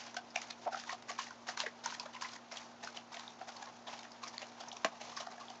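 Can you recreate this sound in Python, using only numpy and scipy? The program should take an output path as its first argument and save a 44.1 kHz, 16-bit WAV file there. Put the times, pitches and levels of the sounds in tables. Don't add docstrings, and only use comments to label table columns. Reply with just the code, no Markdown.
import sys
import numpy as np
from scipy import signal
from scipy.fft import rfft, irfft, next_fast_len
from scipy.io import wavfile
from scipy.ndimage import uniform_filter1d

SR = 44100
rng = np.random.default_rng(int(sys.argv[2]) if len(sys.argv) > 2 else 0)


def file_out(sig):
    cols = np.atleast_2d(sig).T
    lim = np.clip(cols, -1, 1)
    pcm = np.round(lim * 32767).astype(np.int16)
    wavfile.write(sys.argv[1], SR, pcm)


N = 246954


def amp(db):
    return 10 ** (np.asarray(db) / 20)


def unit_level(x):
    return x / np.sqrt(np.mean(x ** 2) + 1e-20)


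def unit_burst(x):
    return x / np.sqrt(uniform_filter1d(x ** 2, size=120).max() + 1e-20)


def look_up(curve, hz):
    f, value = np.transpose(curve)
    return np.interp(np.log(hz + 1), np.log(f + 1), value)


def shape_tone(x, curve):
    size = next_fast_len(len(x) + 512)
    gain = amp(look_up(curve, np.fft.rfftfreq(size, 1 / SR)))
    return irfft(rfft(x, size) * gain, size)[:len(x)]


def resonate(x, hz, width_hz):
    turn = np.exp(2j * np.pi * np.cumsum(hz * np.ones(len(x))) / SR)
    decay = np.exp(-np.pi * width_hz / SR)
    smoothed = signal.lfilter([1 - decay], [1, -decay], x / turn)
    return 2 * (turn * smoothed).real


def fractures(shape, spread_db):
    return rng.standard_normal(shape) * amp(spread_db * np.minimum(rng.exponential(1, shape), 6))


# f/Hz, relative level/dB
AIR_TONE = [(18, -58), (30, -31), (70, -14), (113, -17), (178, -9), (209, -9.5), (234, -7.5), (287, -5.5),
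            (508, -7), (715, -0.5), (2340, -19.5), (5570, -25.5), (7000, -26.5), (9100, -54.5),
            (15400, -120)]
def outdoor_air(level_db=-56.5):
    return amp(level_db) * unit_level(shape_tone(rng.standard_normal(N), AIR_TONE))


# f/Hz, level/dB
MOTOR_TONES = [(59.2, -82.5), (118.4, -73), (236.9, -62), (355.3, -75)]
def motor_hum(waver_db=0.99):
    t = np.arange(N) / SR
    wavers = uniform_filter1d(rng.standard_normal((len(MOTOR_TONES), N)), 3000, axis=1)
    out = np.zeros(N)
    for (hz, db), waver in zip(MOTOR_TONES, wavers):
        height = np.sqrt(2) * amp(db + waver_db * unit_level(waver))
        out += height * np.sin(2 * np.pi * (hz * t + rng.random()))
    return out


# f/Hz, fade/s
ECHO_FADES = [(200, 0.04), (700, 0.066), (2000, 0.082), (6000, 0.058)]
def patio_echoes(x, echo_db=-12.0, sway_hz=6.5):
    out = x.copy()
    sway = 2 * np.pi * sway_hz * np.arange(N) / SR
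    delays = np.arange(480, SR // 3, 20)
    for k in range(3):
        echoes = np.zeros(SR // 2)
        echoes[delays + rng.integers(0, 20, len(delays))] = rng.choice([-1., 1.], len(delays))
        hz, t, bands = signal.stft(echoes, SR, nperseg=256)
        fade = amp(-60 * t / look_up(ECHO_FADES, hz)[:, None])
        tail = signal.istft(bands * fade, SR, nperseg=256)[1]
        share = np.sqrt(2 / 3) * np.cos(sway / 2 + k * np.pi / 3)
        out += signal.oaconvolve(x * share, amp(echo_db) * tail / np.linalg.norm(tail))[:N]
    return out


# start t/s, length/s, crunch level/dB, change while held/dB,
# mouth level/dB, mouth f/Hz
SQUEEZES = [(-0.02, 0.27, -49.5, -31, -58, 857), (0.344, 0.18, -52, -11.5, -53.5, 810),
            (0.616, 0.035, -64, 2, -61, 710), (0.714, 0.13, -54.5, -3, -77, 783),
            (0.86, 0.072, -56, 3, -55, 953), (1.079, 0.074, -51.5, -11, -56, 963),
            (1.178, 0.16, -44.5, -27.5, -58, 986), (1.467, 0.081, -44, -15.5, -45, 888),
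            (1.567, 0.12, -46, -13.5, -50.5, 904), (1.835, 0.12, -48.5, -6, -55, 920),
            (1.964, 0.097, -66, 1.5, -58, 830), (2.127, 0.049, -57, -13, -75, 1010),
            (2.206, 0.16, -53, -8.5, -58.5, 1025), (2.511, 0.16, -52.5, -15, -52, 963),
            (2.825, 0.086, -52.5, -11, -52, 784), (2.941, 0.04, -59.5, 2.5, -60.5, 800),
            (3.115, 0.21, -54.5, -13.5, -52.5, 913), (3.389, 0.052, -74, 2, -61, 804),
            (3.47, 0.22, -66.5, 2.5, -57.5, 847), (3.866, 0.21, -55, -16.5, -52, 818),
            (4.107, 0.061, -72, 4, -65.5, 848), (4.216, 0.33, -60.5, -11.5, -57.5, 906),
            (4.573, 0.52, -65.5, -9, -56.5, 772), (4.832, 0.084, -62, -7, -54, 834),
            (4.999, 0.15, -61, 0.5, -57.5, 756), (5.164, 0.088, -49.5, -15.5, -43, 1027),
            (5.298, 0.063, -69, -3, -55, 713), (5.395, 0.16, -63, -8.5, -56, 830)]
def jaw(close_s=0.0067, release_s=0.012, rest_db=-68):
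    t = np.arange(N) / SR
    crunch_level = mouth_level = amp(rest_db)
    for start, length, crunch_db, change_db, mouth_db, _ in SQUEEZES:
        age = t - start
        force = np.clip(age / close_s, 0, 1) * amp(change_db * np.clip(age / length, 0, 1))
        force *= np.exp(-np.maximum(age - length, 0) / release_s)
        crunch_level = crunch_level + amp(crunch_db) * force
        mouth_level = mouth_level + amp(mouth_db) * force
    start, length, *_, mouth_hz = np.transpose(SQUEEZES)
    return crunch_level, mouth_level, np.interp(t, start + length / 2, mouth_hz)


# f/Hz, level change/dB
SPLINTER_TONE = [(150, -33), (500, -15), (1200, 2), (3000, -4), (5000, -0.5), (6500, -1.5), (8000, 0.5)]
# f/Hz, width/Hz
CHIP_RINGS = [(1700, 2100), (3700, 2000), (6200, 3900)]
def chewing(pops_per_s=140, squelch_db=-1.5):
    crunch_level, mouth_level, mouth_hz = jaw()
    drift = uniform_filter1d(uniform_filter1d(rng.standard_normal((4, N)), size=300), size=300)
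    clumps = amp(2.0 * unit_level(drift[0]) + 2.0 * unit_level(drift[1:]))
    breaks = unit_level(fractures((3, N), spread_db=1.2) * clumps)
    squelch = np.zeros(N)
    for k, hz in enumerate(np.geomspace(1300, 6500, num=15)):
        pops = amp(3.0 * rng.standard_normal(N)) * (rng.random(N) < pops_per_s / SR)
        squelch += resonate(pops * clumps[k // 5], hz, 0.087 * hz) / np.sqrt(hz)
    mouth = resonate(resonate(breaks[0], mouth_hz, 420), mouth_hz, 1100)
    chips = sum(resonate(run, hz, width) for run, (hz, width) in zip(breaks, CHIP_RINGS))
    crunch = unit_level(shape_tone(chips, SPLINTER_TONE)) + amp(squelch_db) * unit_level(squelch)
    return crunch_level * crunch + mouth_level * unit_level(mouth)


# f/Hz, relative level/dB, time to fade by 60 dB/s
BONE_NOTES = [(200, -14, 0.11), (290, -7.5, 0.08), (461, -8, 0.083), (749, -5, 0.0072), (1080, 6.5, 0.027),
              (1600, 5, 0.015), (1995, -1.5, 0.023)]
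def bone_snap(start_s=4.846, level_db=-23.5):
    out, t = np.zeros(N), np.arange(4000) / SR
    ring = sum((-1) ** k * amp(db - 60 * t / fade_s) * np.sin(2 * np.pi * hz * t)
               for k, (hz, db, fade_s) in enumerate(BONE_NOTES))
    out[round(start_s * SR):][:len(t)] = amp(level_db) * unit_burst(ring)
    return out


# peak t/s, mouth f/Hz, mouth level/dB, bone f/Hz, bone level/dB,
# splinter level/dB, rise/ms, fall/ms
BITES = [(0.064, 995, -50, 2310, -65, -68, 1.5, 6.8), (0.144, 1010, -47, 1450, -47, -45, 0.68, 2.6),
         (0.168, 750, -38, 1470, -38, -33.5, 1.5, 5.4), (0.304, 700, -70, 4940, -56.5, -59, 1.2, 8),
         (0.36, 726, -32, 2400, -30, -33.5, 1.6, 2.6), (0.418, 770, -53, 2130, -53, -38, 1.6, 3.2),
         (0.51, 990, -60, 4500, -52, -37.5, 5.3, 2.6), (0.679, 718, -29, 1440, -75, -60, 9, 1.9),
         (0.732, 760, -39, 1390, -42, -46.5, 8.6, 4.4), (0.747, 747, -35, 1320, -33.5, -62, 2.3, 0.35),
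         (0.771, 740, -39.5, 1410, -45, -66, 2.9, 7.4), (0.799, 1280, -60, 1870, -52, -42.5, 2, 1.3),
         (0.838, 1310, -47, 1620, -47, -44, 0.46, 1.2), (0.895, 1060, -41, 1840, -37, -44, 1.3, 1.6),
         (0.904, 1080, -44, 2200, -50, -44, 0.92, 5.1), (0.929, 700, -38, 1030, -39, -48, 2.1, 3.5),
         (1.025, 850, -58, 4600, -69, -47, 1.7, 3.1), (1.096, 1110, -41, 1910, -42, -41.5, 6.5, 6.6),
         (1.104, 716, -41, 3020, -61, -40, 3, 2.4), (1.117, 770, -55, 1640, -45, -41.5, 2.8, 1),
         (1.189, 1050, -30.5, 1650, -39.5, -50, 1.27, 1.6), (1.217, 1140, -55, 2550, -53, -53, 0.76, 1.5),
         (1.269, 815, -46, 1860, -46, -63, 1.3, 3.6), (1.308, 1070, -47, 1410, -44.5, -49, 1.4, 2.2),
         (1.488, 700, -39.5, 1530, -35.5, -39, 1.7, 3.4), (1.575, 995, -41.5, 1490, -38.5, -34.5, 1.3, 1.5),
         (1.602, 1000, -42, 3280, -42.5, -27.5, 0.28, 3.4), (1.613, 950, -48.5, 3720, -44.5, -39, 4.5, 7.2),
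         (1.637, 604, -38, 1980, -45.5, -54, 3.6, 6.4), (1.668, 466, -40.5, 1800, -35, -45, 3.6, 1.8),
         (1.848, 1030, -55, 1790, -57, -45, .9, 1.8), (1.861, 966, -32.5, 1450, -35, -31, 2, 0.48),
         (1.925, 954, -43, 1430, -42, -54, 1.6, 1.4), (1.95, 920, -51, 1970, -50.5, -42.5, 7.4, 1),
         (1.998, 986, -42, 4780, -41, -37.5, 0.93, 5.5), (2.061, 615, -42.5, 1560, -48.5, -50, 2.4, 3.7),
         (2.09, 940, -48.5, 1620, -67, -60, 2.1, 2.5), (2.151, 1025, -45, 2870, -49.5, -59, 4.9, 3.5),
         (2.167, 1010, -47, 2040, -48, -62, 5.1, 3.2), (2.224, 1054, -38, 1420, -41.5, -36, 4, 4),
         (2.247, 1000, -45, 1900, -41.5, -59, 1.4, 9.2), (2.335, 1090, -52, 1460, -54, -46, 2.4, 6.1),
         (2.363, 980, -56, 1970, -51, -44.5, 2.7, 2.3), (2.522, 680, -44.5, 2050, -53, -43.5, .96, 7.8),
         (2.571, 710, -58, 3100, -46, -41, 1.4, 5.2), (2.839, 784, -42, 1820, -47, -43.5, 6.1, 2.4),
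         (2.847, 920, -48, 5540, -47, -55, .8, 1.4), (2.874, 1310, -65, 1490, -40.5, -41.5, 1.8, 4),
         (2.974, 703, -45, 3000, -41.5, -44, 1.9, 0.95), (3.145, 710, -54, 2400, -48, -43.5, 2.5, 2.8),
         (3.171, 676, -45, 1890, -46.5, -43, 1.5, 0.94), (3.195, 1080, -56, 3060, -63, -40, 0.86, 2.8),
         (3.279, 880, -58, 3670, -44, -62, .71, 1.5), (3.415, 770, -39.5, 1370, -46, -56, 2.1, 1.6),
         (3.491, 730, -45, 1420, -50, -43.5, 12.6, 6.3), (3.564, 1060, -53, 4100, -66, -46, 0.91, 9.7),
         (3.627, 790, -42, 1640, -47.5, -43, 3.5, 3.8), (3.674, 1060, -47.5, 1750, -51.5, -61, 3.9, 4.5),
         (3.883, 700, -44, 3350, -47, -51, 9.8, 5.4), (3.929, 790, -44, 2560, -51, -49, 2.1, 8.4),
         (3.991, 1110, -60, 3780, -51.5, -45.5, .63, 3.3), (4.032, 850, -56, 2960, -54.5, -48, 2, 2.4),
         (4.051, 716, -54, 1660, -49.5, -57, 3.1, 3.2), (4.119, 810, -55, 1580, -70, -48, 1.1, 3.3),
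         (4.237, 1130, -39.5, 2460, -52.5, -42, 3.6, 7.7), (4.271, 694, -49, 1660, -47, -50, .9, 2.3),
         (4.281, 820, -59, 5630, -48.5, -50, 5, 8.6), (4.346, 836, -49, 1830, -56, -49.5, 4.9, 1.5),
         (4.381, 1100, -52, 4400, -42, -37.5, 0.45, 0.58), (4.418, 640, -49, 1880, -53, -42.5, 0.68, 14),
         (4.429, 675, -39.5, 2670, -46, -54, 1, 3), (4.469, 805, -55, 3720, -85, -49, .81, 2.1),
         (4.605, 700, -43.5, 1370, -51.5, -43.5, .76, 11), (4.637, 770, -46, 1540, -55, -53, 2.1, 2.9),
         (4.687, 854, -57, 5800, -48, -55, 3, 2.7), (4.717, 700, -62, 3430, -43.5, -63, 1.3, 2.3),
         (4.729, 723, -41.5, 3700, -58, -47, 2, 4.7), (4.769, 1120, -49, 2630, -53, -43, 1.1, 0.42),
         (4.8464, 666, -27, 2600, -41.5, -25.5, 0.19, 5), (5.015, 704, -41.5, 2680, -52.5, -43, 5.2, 6.8),
         (5.128, 1120, -48, 1700, -56, -76, 2.5, 1.8), (5.168, 1135, -40.5, 5170, -46.5, -52, 2.1, 5.4),
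         (5.177, 1110, -49, 1660, -43, -42, 3.9, 3.6), (5.205, 670, -38.5, 3100, -63, -39, 3.2, 8.3),
         (5.271, 726, -38, 1340, -44, -46, 3.3, 1.2), (5.323, 770, -55, 4200, -56, -53, 2.2, 2.7),
         (5.381, 730, -47.5, 1670, -52.5, -58, 3.4, 2.8), (5.411, 1124, -45, 2720, -58, -51, 4.1, 8.9),
         (5.484, 770, -47, 3260, -49, -59, 1.4, 5), (5.502, 750, -44.5, 3330, -69, -46.5, 2.8, 4.1)]
def bite_cracks():
    lead, length = 800, 3000
    out = np.zeros(N + length + lead)
    ms = (np.arange(length) - lead) / SR * 1000
    breaks = fractures((len(BITES), length), spread_db=3.5)
    chip_pitches = 2000 * 3.53 ** rng.random((len(BITES), 3))
    for bite, run, chips_hz in zip(BITES, breaks, chip_pitches):
        peak_s, mouth_hz, mouth_db, bone_hz, bone_db, splinter_db, rise_ms, fall_ms = bite
        slope_ms = np.where(ms < 0, rise_ms, fall_ms)
        burst = run * np.exp(-(abs(ms) / slope_ms) ** 1.2)
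        mouth = resonate(resonate(burst, mouth_hz, 110), mouth_hz, 270)
        bone = resonate(resonate(burst, bone_hz, 0.13 * bone_hz), bone_hz, 2900)
        chips = sum(resonate(burst, hz, 430) for hz in chips_hz)
        splinters = shape_tone(burst + 2.12 * chips, SPLINTER_TONE)
        crack = amp(mouth_db) * unit_burst(mouth) + amp(bone_db) * unit_burst(bone)
        crack += amp(splinter_db) * unit_burst(splinters)
        out[round(peak_s * SR):][:length] += crack
    return out[lead:][:N]


def scene():
    dog = bite_cracks() + bone_snap() + chewing()
    return (patio_echoes(dog) + motor_hum() + outdoor_air())[None]


# f/Hz, level change/dB
MICROPHONE_TONE = [(25, -20), (60, -8.5), (150, -2), (400, -3), (6300, 1.5), (7200, -4), (7700, -16),
                   (8100, -23), (8600, -28)]
def record(dry):
    heard = shape_tone(dry[0], MICROPHONE_TONE)[None]
    hiss = amp(-87.5) * rng.standard_normal((1, N))
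    treble_cut = signal.firwin(511, cutoff=8890, window=("kaiser", 9), fs=SR)
    return signal.oaconvolve(heard + hiss, treble_cut[None], "same")


dry = scene()
out = record(dry)
file_out(out)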